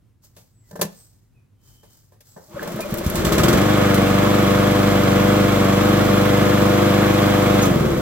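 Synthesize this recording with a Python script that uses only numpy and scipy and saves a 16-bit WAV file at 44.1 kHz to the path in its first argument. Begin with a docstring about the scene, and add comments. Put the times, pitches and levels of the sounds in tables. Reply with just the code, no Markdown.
"""Push mower on a lawn

A few steps away, the handle is jolted and knocks. One pull on the cord spins the one-cylinder
four-stroke until it fires, and it settles at its governed speed: exhaust pulses ring the muffler,
the blade drones in the deck, piston and valves clatter. Then the ignition is cut and it starts to
coast down. Faint birds and a low neighbourhood rumble sit behind."""
import sys
import numpy as np
from scipy import signal
from scipy.fft import rfft, irfft, next_fast_len
from scipy.io import wavfile
from scipy.ndimage import uniform_filter1d

SR = 44100
rng = np.random.default_rng(int(sys.argv[2]) if len(sys.argv) > 2 else 0)


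def digitize_waveform(pressure):
    """Quantize a signal to 16-bit integers and store it at the path in sys.argv[1].

    Rows of a 2-D input are taken as channels; values are limited to [-1, 1].
    """
    field = np.atleast_2d(pressure).T
    bounded = np.clip(field, -1, 1)
    quanta = np.round(bounded * 32767).astype(np.int16)
    wavfile.write(sys.argv[1], SR, quanta)


N = 353285
T = np.arange(N) / SR
RUNNING = (T > 4) & (T < 7.5)  # the steady run, where engine levels are set

# engine speed in four-stroke cycles, two shaft turns each: t/s, f/Hz
SPEED = [(2.45, 0), (2.55, 4.93), (2.82, 5.2), (3.163, 9.06), (3.44, 20.17), (3.663, 25.5), (3.978, 24.24),
         (4.09, 24.3), (4.3, 24.87), (4.45, 24.5), (4.68, 24.74), (4.936, 24.65), (5.096, 24.24),
         (5.356, 24.99), (5.685, 24.11), (5.872, 24.94), (6.119, 24.72), (7.229, 24.93), (7.62, 24.87)]
GOVERNED_HZ, DRAW_HZ, BITE_HZ = 24.8, 7.1, 10  # cruising; intake and blade fade below the other two
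CATCH_S, CUT_S, COAST_S = 3.15, 7.63, 0.76  # first firing, ignition cut, coast-down time constant
SHUT_S, SHUT_TAKES_S, REOPEN_TAKES_S = 3.49, .15, 0.87  # throttle shuts near full speed, reopens coasting
# engine faders by part: base level/dB, per doubling of speed/dB, under load/dB, coasting/dB
FADERS = {"exhaust": (-26, 17.5, 11.5, 2.5), "intake": (-23, -0.5, -1.5, -1), "gulp": (-24, 0, -3.5, -5.5),
          "blade": (-18, 5.5, -2, -3), "air": (-22.5, 6, 3, 2), "deck": (-34, 2, 6.5, 3.5),
          "clatter": (-25, 7, 2.5, -3.5), "hiss": (-31.5, 5, 7.5, -2.5)}
# bark of the muffler: f/Hz, level/dB
MUFFLER_EQ = [(20, -80), (75, -20), (120, 12.5), (155, -7.5), (200, -5.5), (270, -11.5), (345, 10.5),
              (420, -7), (700, -14.5), (1200, -16), (4000, -44.5)]
# dull compression thump as the engine coasts down: f/Hz, level/dB
THUMP_EQ = [(20, -19.5), (60, -3), (160, 2.5), (260, -9.5), (550, -8), (900, -14.5), (4000, -42.5)]
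# hiss of exhaust gas: f/Hz, level/dB
HISS_EQ = [(1500, 2), (4000, 1.5), (6000, 1.5), (7700, 1.5), (8800, -4), (9900, -8), (11000, -3.5),
           (12000, -0.5), (15500, -3.5)]
# bright rings of the muffler shell: f/Hz, width/Hz, lift/dB
SHELL_PEAKS = [(3400, 900, 10), (7700, 500, 14)]
# air box rung by the intake stroke: f/Hz, level/dB
AIR_BOX_EQ = [(12, -62.5), (40, -18), (72, -31), (98, -3), (124, 7.5), (150, 6.5), (174, 2.5), (222, 4.5),
              (250, -1.5), (272, -13.5), (335, -3.5), (390, -21), (470, -18), (800, -31.5), (3000, -44.5)]
# deep gulp of an open throttle: f/Hz, level/dB
GULP_EQ = [(15, -46), (42, -9), (68, 2.5), (105, -2), (200, -23), (800, -69)]
# one blade pass at governed speed: f/Hz, level/dB
BLADE_EQ = [(30, -44.5), (99, 0), (198, -2), (297, -1.5), (396, -18), (495, -5), (594, -10), (693, -6.5),
            (792, -11.5), (900, -25.5), (1200, -17), (2000, -43.5), (5000, -62)]
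# resonances of the discharge chute: f/Hz, width/Hz, lift/dB
CHUTE_PEAKS = [(175, 65, 5.5), (346, 53, 8), (492, 33, 6), (571, 38, 9)]
# air rushing under the deck: f/Hz, level/dB
DECK_AIR_EQ = [(20, -32), (54, -12.5), (90, -11), (130, -9.5), (195, -3), (265, -5), (335, -5), (430, -3),
               (520, -0.5), (640, -14), (830, -13), (1300, -16), (4000, -63)]
# hollow resonances of the deck: f/Hz, width/Hz, lift/dB
DECK_PEAKS = [(206, 50, 4), (338, 110, 4.5), (611.6, 41, -1.5)]
# clatter of piston and valve gear: f/Hz, level/dB
CLATTER_EQ = [(300, -66), (700, 1.5), (850, -4.5), (1100, 0.5), (1300, -1.5), (1600, -4), (1900, -7),
              (2200, -5.5), (2700, -10.5), (3400, -8.5), (4500, -20), (7000, -29.5)]
# ringing panels of the engine shroud: f/Hz, width/Hz, lift/dB
SHROUD_PEAKS = [(1100, 40, 4.5), (1251, 31, 5.5), (1424, 60, 2.5), (1706, 11, 7), (2060, 130, 1),
                (3310, 19, 3.5), (4140, 30, 7.5)]

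# knocks of handle, cable and deck: t/s, level/dB, thud/dB, crack/dB, rattle t60/s
KNOCKS = [(0.364, -40.5, -3.5, 3, 0.24), (.711, -31.5, -5, 2, 0.034), (0.728, -34.5, 8, -28, .1),
          (.7555, -22.5, -9, -10, 0.12), (0.792, -21.5, -1.5, -13, 0.12), (0.8124, -9.5, -16, 5, 0.048),
          (0.816, -8.5, -13, -1, 0.042), (0.824, -18.5, 2, 1, 0.12), (.849, -29.5, 11.5, -3, 0.073),
          (1.831, -42.5, -8, -2.5, 0.27), (2.119, -45.5, -17, -6, 0.29), (2.205, -49, -15, 12.5, 0.09),
          (2.363, -30, -4.5, -31, 0.31), (2.624, -18, -8.5, -22, 0.12), (2.674, -18, -2.5, -18, 0.074),
          (2.789, -16, -16, -21, 0.085), (7.622, -15, -13.5, -3, 0.19)]
# kicks to the deck as the engine catches:
# from/s, to/s, place/cycles, first level/dB, slope/(dB/s), thud/dB, crack/dB, rattle t60/s
KICKS = [(3.1, 3.46, .9, -14.5, 4.5, 3, -11, 0.065)]
# modes of the steel frame: f/Hz, level/dB, t60/s
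FRAME_MODES = [(171, 2, 0.22), (200, -4, 0.22), (365, -11.5, 0.13), (457, -3.5, 0.09), (586, 0, 0.095),
               (870, -11, 0.1), (1010, -7.5, 0.068), (1575, -12.5, 0.095), (1757, -13, 0.094)]
THUD_BELOW_HZ = 260
# dull rattle of a knock: f/Hz, level/dB
KNOCK_EQ = [(100, -18), (300, -4.5), (550, 3.5), (1000, -4.5), (1350, -14), (1750, -13), (2600, -34),
            (6000, -23.5), (16000, -43.5)]
# bright crack of struck parts: f/Hz, level/dB
CRACK_EQ = [(600, -14), (2000, 1), (4000, 3), (7500, 4), (10000, 1.5), (12500, 4), (16000, 0.5)]

PULL_S, PULL_TAKES_S = 2.414, 0.22  # the cord takes up the weight of the engine
ZIP_S, ZIP_LENGTH_S, ZIP_FIRST_HZ, ZIP_LAST_HZ = 2.43, .25, 563, 2194  # the cord in its guide
ZIP_DB, ZIP_SWELL_DB = -43.5, 19  # level at mid-pull, climb over each half
# starter pawls as the cord runs out and winds back: t/s, level/dB, housing rattle/dB
PAWL_TICKS = [(2.6305, -26, -12), (2.6754, -29, -7), (2.7188, -31.5, -9), (2.763, -29.5, -14),
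              (2.8055, -29, 0.5), (2.856, -34, -12), (2.9079, -29, -10), (2.9416, -18, -16),
              (2.9753, -23, -18), (2.9835, -22, -10), (3.047, -26, -9), (3.064, -28.5, 0),
              (3.1005, -16, -17), (3.156, -15, -12.5)]
# the cord's grip seats, the brake lever hits its stop: t/s, level/dB, rattle/dB
STOP_CLICKS = [(3.943, -19, -3), (7.6544, -22.5, -5.5)]
# crisp top of a tick: f/Hz, level/dB
TICK_EQ = [(1500, -10), (9000, -11.5), (11500, 3.5), (16000, 4.5)]
SNAP_T60_S, RATTLE_T60_S, GROAN_LENGTH_S = 0.011, 0.11, 0.035
# rough groans near 600 Hz while the engine is pulled over: t/s, f/Hz, level/dB
GROANS = [(2.554, 570, -25), (2.659, 565, -29), (2.686, 660, -33), (2.752, 567, -39),
          (2.782, 656, -24.5), (2.84, 583, -24), (2.928, 592, -28.5), (2.954, 603, -25.5),
          (2.999, 548, -27), (3.125, 629, -23)]
# the pulley squeaks: t/s, f/Hz, level/dB, length/s
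PULLEY_SQUEAKS = [(2.593, 1630, -23.5, 0.006), (2.803, 2470, -33.5, 0.051)]
# pings of the brake lever: t/s, f/Hz, level/dB, t60/s
LEVER_PINGS = [(7.617, 6600, -24, .09), (7.631, 6200, -22, .1)]
# sleeves, boots in the grass, the cord drawn taut: peak t/s, level/dB, rise/s, t60/s
RUSTLE_STROKES = [(.249, -50.5, 0.018, 0.23), (.39, -56.5, 0.035, .6), (.72, -57, .06, 0.8),
                  (.99, -51.5, 0.092, 0.71), (1.70, -54, 0.063, 0.82), (1.94, -54.5, 0.044, 0.67),
                  (2.29, -53.5, 0.043, 1.1), (2.52, -55, 0.11, 0.43)]
# rustle of cloth and grass: f/Hz, level/dB
RUSTLE_EQ = [(300, -6), (1000, -10), (2500, -19.5), (5000, -7), (8000, -6), (10000, -15), (12500, -8.5),
             (16000, -8)]

# distant songbirds: t/s, length/s, first f/Hz, last f/Hz, level/dB
BIRD_CALLS = [(0.484, 0.22, 8340, 7300, -67), (.61, .08, 2150, 1850, -74), (0.916, 0.17, 8600, 7800, -54.5),
              (1.333, 0.065, 2720, 2300, -70), (1.499, 0.56, 3110, 3066, -70.5),
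              (2.246, 0.14, 7800, 7600, -59)]
# rumble of the neighbourhood: f/Hz, level/dB
RUMBLE_EQ = [(15, -55.5), (25, -30), (45, -8.5), (74, -17.5), (102, -2.5), (166, -16.5), (300, -23.5),
             (600, -35.5), (1500, -42.5), (4000, -49), (16000, -52)]
# stereo phase, left ahead of right: f/Hz, lead/rad
STEREO_LEAD = [(60, 0.2), (300, -0.09), (580, 1.01), (700, -1.73), (1300, -0.8), (1800, -0.6),
               (3000, -1.76), (4500, -2), (9000, -2.5), (15000, -8)]
# stereo balance, left over right: f/Hz, level/dB
STEREO_BALANCE = [(60, .5), (120, 2), (200, -1.5), (310, 2.5), (580, 2.5), (1290, -1), (2400, -1.4),
                  (4400, -1.5), (8100, 0), (15000, 2)]
# how alike diffuse sound is on both sides: f/Hz, likeness/(0-1)
STEREO_LIKENESS = [(60, 0.95), (200, 0.67), (400, 0.17), (700, 0.2), (1400, 0.72), (3000, 0.54),
                   (8000, 0.31), (15000, 0.16)]


def engine(speed, cycle):
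    """Everything is locked to the crank: exhaust, intake a quarter cycle later, four blade passes."""
    wide_open, coasting = 1 - ramp(SHUT_S, SHUT_TAKES_S), ramp(CUT_S, .1)
    firing = wide_open * ramp(CATCH_S, .01)
    load = wide_open * ramp(CATCH_S - 0.08, 0.14)  # the strain builds over the first firings
    throttle = np.clip(wide_open + 0.081 + .5 * ramp(CUT_S, REOPEN_TAKES_S), 0, 1)
    doublings = np.log2(np.maximum(speed, 1) / GOVERNED_HZ)
    level = {part: gain_of(db + speed_db * doublings + load_db * load + coast_db * coasting)
             for part, (db, speed_db, load_db, coast_db) in FADERS.items()}
    # the gas leaves in separate spits while the engine pulls hard
    spit = np.clip(0.27 + 0.73 * firing, 0, 1)
    blowdown = 1 - spit + spit * burst(cycle + 0.0094, rise=0.014, fall=0.32)
    body = exhaust_bark(cycle, level) + intake(speed, cycle, throttle, level) + blade(speed, cycle, level)
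    rattle = deck_air(cycle, level) + clatter(cycle, blowdown, level)
    hiss = exhaust_hiss(cycle, firing, blowdown, level)
    body += compression_thump(speed, cycle, coasting)
    rattle += deck_ring(speed, cycle, level)
    # a slow engine chugs: its rattle swings by up to 1 dB each way
    chug_db = np.clip(1 - speed / GOVERNED_HZ, 0, 1) * np.cos(2 * np.pi * (cycle - 0.46))
    return ramp(PULL_S, PULL_TAKES_S) ** 2 * (body + hiss + gain_of(chug_db) * rattle)


def crank():
    """Speed in cycles a second and the count of cycles; after the cut the speed dies away."""
    speed = np.interp(T, *np.transpose(SPEED))
    speed *= np.exp(-np.maximum(T - CUT_S, 0) / COAST_S)
    return speed, np.cumsum(speed) / SR


def exhaust_bark(cycle, level):
    """Each exhaust pulse rings the muffler."""
    bark = ring(-pulses(cycle + 0.023, spread_db=0.5), MUFFLER_EQ)
    return level["exhaust"] * levelled(bark)


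def exhaust_hiss(cycle, firing, blowdown, level, snap_db=-23, snap_t60=.06):
    """Gas hisses out, and each hard firing snaps in the muffler's shell."""
    hiss = noise(HISS_EQ, SHROUD_PEAKS) * level["hiss"] * np.sqrt(blowdown)
    firings = firing * pulses(cycle + 0.011, spread_db=2)
    snaps = signal.oaconvolve(firings, gain_of(snap_db - 60 * T[:SR // 4] / snap_t60))[:N]
    return hiss + snaps * noise(CRACK_EQ, SHELL_PEAKS)


def compression_thump(speed, cycle, coasting):
    """A dull compression thump, once a cycle, softening as the engine coasts down."""
    thump = ring(pulses(cycle - .21, spread_db=2.5), THUMP_EQ)
    return gain_of(-5.5) * coasting * speed / GOVERNED_HZ * thump / abs(thump).max()


def intake(speed, cycle, throttle, level):
    """The intake stroke rings the air box; an open throttle adds a deep gulp."""
    stroke, draw = cycle - 1 / 4, np.clip(speed / DRAW_HZ, 0, 1) ** 3
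    puff = levelled(ring(pulses(stroke + 0.031, spread_db=0.1), AIR_BOX_EQ))
    gulp = levelled(ring(pulses(stroke + 0.048, spread_db=3.5), GULP_EQ))
    return draw * (level["intake"] * puff + level["gulp"] * throttle * gulp)


def blade(speed, cycle, level):
    """The blade tips drone past the chute, on a shaft slightly out of balance."""
    shake = gain_of(-15.5) * speed / GOVERNED_HZ * np.sin(2 * np.pi * 2 * cycle)
    turbulence = 0.0069 * wander(hz=29.4)  # shifts each pass a little
    passes = ring(pulses(4 * GOVERNED_HZ * T + 0.068 + turbulence, spread_db=0), BLADE_EQ)
    stretched = np.interp(cycle / GOVERNED_HZ, T, passes)  # the whole wave stretches as the blade slows
    drone = levelled(lifted(stretched, CHUTE_PEAKS))
    bite = np.clip(speed / BITE_HZ, 0, 1) ** 3
    return level["blade"] * (shake + bite * drone)


def deck_air(cycle, level):
    """Air rushes through the hollow deck, fluttering with each blade pass."""
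    flutter = np.sqrt(.75 + .25 * burst(4 * cycle, rise=.1, fall=.4))
    return noise(DECK_AIR_EQ, DECK_PEAKS) * level["air"] * flutter


def deck_ring(speed, cycle, level, q=10.9):
    """The shaking engine keeps the steel deck humming; a slow blade shakes it pass by pass."""
    shaking, hum = rng.standard_normal(N), np.zeros(N)
    depth = np.clip(.85 * (1.25 - speed / GOVERNED_HZ), 0, 1)
    shaking *= 1 - depth + depth * burst(4 * cycle - 0.056, rise=.05, fall=0.22)
    for hz, _, lift in DECK_PEAKS:
        peak = signal.iirpeak(hz, q, fs=SR)
        hum += gain_of(lift) * signal.lfilter(*peak, signal.lfilter(*peak, shaking))
    return level["deck"] * hum / rms(hum)


def clatter(cycle, blowdown, level):
    """Piston and valve gear slap unevenly each half turn; each exhaust spit shakes the shroud too."""
    slaps = burst(4 * cycle - .2, rise=0.05, fall=0.51) * gain_of(5.34 * wander(hz=60))
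    envelope = np.sqrt(1.08 + 0.27 * slaps) * blowdown ** 0.21
    return noise(CLATTER_EQ, SHROUD_PEAKS) * level["clatter"] * envelope


def kicks(cycle):
    """Rows for knocks(): one blow to the deck each cycle as the engine catches."""
    rows = []
    for first, last, place, db, db_per_s, thud_db, crack_db, t60 in KICKS:
        times = T[1:][np.diff(np.floor(cycle - place)) > 0]
        times = times[(times > first) & (times < last)]
        rows += [(s, db + db_per_s * (s - times[0]), thud_db, crack_db, t60) for s in times]
    return rows


def knocks(blows):
    """Each blow rings the steel frame, with a dull rattle and a short bright crack."""
    out = np.zeros((2, N))
    dull, bright = noise(KNOCK_EQ), noise(CRACK_EQ)
    for s, db, thud_db, crack_db, t60 in blows:
        start = round(s * SR)
        t = T[:min(SR // 2, N - start)]
        now = slice(start, start + len(t))
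        modes = sum(gain_of(level + (thud_db if hz < THUD_BELOW_HZ else 0) - 60 * t / decay)
                    * np.sin(2 * np.pi * (hz * t + rng.random())) for hz, level, decay in FRAME_MODES)
        rattle = (0.29 * dull[:, now] + 0.34 * gain_of(crack_db) * bright[:, now]) * gain_of(-60 * t / t60)
        attack = 1 - np.exp(-t / 0.0014)
        add(out, s, gain_of(db) * (0.35 * modes + rattle) * attack)
    return out


def starter():
    """The cord zips out, rising in pitch; rough groans sound near 600 Hz, the pulley squeaks, and the pawls
    tick."""
    out, snaps, rattles, t = np.zeros((2, N)), np.zeros(N), np.zeros(N), T[:SR // 4]
    for s, db, rattle_db in PAWL_TICKS + STOP_CLICKS:
        add(snaps, s, gain_of(db - 60 * t / SNAP_T60_S))
        add(rattles, s, gain_of(db + rattle_db - 60 * t / RATTLE_T60_S))
    for s, hz, db, length in [(*groan, GROAN_LENGTH_S) for groan in GROANS] + PULLEY_SQUEAKS:
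        add(out, s, gain_of(db) * whirr(length, hz, hz, rough=0.23))
    cord = whirr(ZIP_LENGTH_S, ZIP_FIRST_HZ, ZIP_LAST_HZ, rough=1.6)
    add(out, ZIP_S, cord * gain_of(ZIP_DB + ZIP_SWELL_DB * np.linspace(-1, 1, len(cord))))
    return out + snaps * noise(TICK_EQ) + rattles * noise(CRACK_EQ)


def whirr(length, first_hz, last_hz, rough):
    """A rough, gliding tone of rubbing that swells and fades."""
    size = round(length * SR)
    jitter = uniform_filter1d(rng.standard_normal(size), size=100)
    pitch = np.geomspace(first_hz, last_hz, size) * (1 + rough * jitter)
    return np.hanning(size) * np.sin(2 * np.pi * np.cumsum(pitch) / SR)


def brake_lever():
    """Sprung steel pings as the lever snaps back."""
    out, t = np.zeros(N), T[:SR // 4]
    for s, hz, db, t60 in LEVER_PINGS:
        add(out, s, gain_of(db - 60 * t / t60) * np.sin(2 * np.pi * hz * t))
    return out


def rustle():
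    """Each stroke of cloth or grass swells and dies away, in uneven grains."""
    level = sum(gain_of(db - 60 * np.maximum(T - s, 0) / t60) * np.exp(-(np.minimum(T - s, 0) / rise) ** 2)
                for s, db, rise, t60 in RUSTLE_STROKES)
    return noise(RUSTLE_EQ) * level * gain_of(1.5 * wander(hz=120))


def birds():
    """Thin falling whistles with a fast quaver."""
    out, quaver = np.zeros(N), 1 + 0.016 * wander(hz=221)
    for s, length, first_hz, last_hz, db in BIRD_CALLS:
        size = round(length * SR)
        pitch = np.linspace(first_hz, last_hz, size) * quaver[round(s * SR):][:size]
        add(out, s, gain_of(db) * np.hanning(size) * np.sin(2 * np.pi * np.cumsum(pitch) / SR))
    return np.array([out, out])


def garden_tail(x, t60=0.37, dull_hz=5000, echoes_per_s=2000):
    """A thin tail scattered back by shrubs and house fronts."""
    t = T[:SR]
    taps = rng.choice([-1., 1.], (2, SR)) * (rng.random((2, SR)) < echoes_per_s / SR)
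    taps *= (t > .015) * gain_of(-60 * t / t60)
    taps = signal.sosfilt(signal.butter(1, dull_hz, fs=SR, output="sos"), taps)
    return signal.fftconvolve(x, taps / np.linalg.norm(taps[0]), axes=1)[:, :N]


def neighbourhood(db=-56.5):
    """A quiet, gently wavering bed of rumble."""
    return noise(RUMBLE_EQ) * gain_of(db + 1.1 * wander(hz=6.7))


def gain_of(db):
    """Decibels to amplitude."""
    return 10 ** (np.asarray(db) / 20)


def rms(x):
    """Root mean square."""
    return np.sqrt(np.mean(x ** 2) + 1e-20)


def levelled(x):
    """Scales x to rms 1 over the steady run."""
    return x / rms(x[RUNNING])


def ramp(start_s, length_s):
    """A straight fade from 0 to 1."""
    return np.clip((T - start_s) / length_s, 0, 1)


def read(points, hz):
    """A spectrum table on a log-frequency axis."""
    f, value = np.transpose(points)
    return np.interp(np.log(hz + 1), np.log(f + 1), value)


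def add(mix, s, sound):
    """Mixes a sound in at time s."""
    part = mix[..., round(s * SR):][..., :sound.shape[-1]]
    part += sound[..., :part.shape[-1]]


def wander(hz):
    """Smooth random drift of rms 1, rolled off above hz."""
    x = irfft(rfft(rng.standard_normal(N)) / (1 + (np.fft.rfftfreq(N, 1 / SR) / hz) ** 4), N)
    return x / rms(x)


def pulses(turns, spread_db):
    """One click at each whole turn, its strength scattered by spread_db."""
    at = np.flatnonzero(np.diff(np.floor(turns)) > 0)
    x = np.zeros(N)
    x[at] = gain_of(spread_db * rng.standard_normal(len(at)))
    return x


def burst(turns, rise, fall):
    """An envelope, mean 1 in the steady run, that opens each turn and dies away (times in turns)."""
    phase = turns % 1
    shape = (1 - np.exp(-phase / rise)) * np.exp(-phase / fall)
    return shape / shape[RUNNING].mean()


def ring(x, eq, size=8192):
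    """Passes x through a minimum-phase body with the given EQ."""
    log_gain = np.log(gain_of(read(eq, abs(np.fft.fftfreq(size, 1 / SR)))))
    response = np.fft.ifft(np.exp(np.conj(signal.hilbert(log_gain)))).real[:size // 2]
    return signal.oaconvolve(x, response)[:N]


def lifted(x, peaks):
    """Boosts x at the given resonances."""
    return x + sum((gain_of(lift) - 1) * signal.lfilter(*signal.iirpeak(hz, hz / width, fs=SR), x)
                   for hz, width, lift in peaks)


def noise(eq, peaks=()):
    """Coloured stereo noise of rms 1, shaped by any resonances, partly alike left and right."""
    size = next_fast_len(N)
    hz = np.fft.rfftfreq(size, 1 / SR)
    left, other = rfft(rng.standard_normal((2, size)))
    same = np.clip(read(STEREO_LIKENESS, hz), 0, 1)
    right = same * left + np.sqrt(1 - same ** 2) * other
    db = read(eq, hz) + sum(lift / (1 + (2 * (hz - f) / width) ** 2) for f, width, lift in peaks)
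    x = irfft(np.array([left, right]) * gain_of(db), size)[:, :N]
    return x / rms(x)


def stereo(x):
    """Direct sound reaches left and right with a small offset in delay and level."""
    size = next_fast_len(N)
    hz = np.fft.rfftfreq(size, 1 / SR)
    half = gain_of(read(STEREO_BALANCE, hz) / 2) * np.exp(.5j * read(STEREO_LEAD, hz))
    return irfft(rfft(x, size) * np.array([half, 1 / half]), size)[:, :N]


def scene():
    """The mower and its handler up front, birds and neighbourhood behind."""
    speed, cycle = crank()
    mower = stereo(engine(speed, cycle) + knocks(KNOCKS + kicks(cycle)) + starter()
                   + brake_lever() + rustle())
    rumble, song = neighbourhood(), birds()
    return mower + song + garden_tail(gain_of(-21) * mower + gain_of(-0.5) * song) + rumble


def record(dry, edge_hz=15950):
    """A steep low-pass trims the very top."""
    lowpass = signal.firwin(511, edge_hz, window=("kaiser", 9), fs=SR)
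    return signal.oaconvolve(dry, lowpass[None], "same")


dry = scene()
out = record(dry)
digitize_waveform(out)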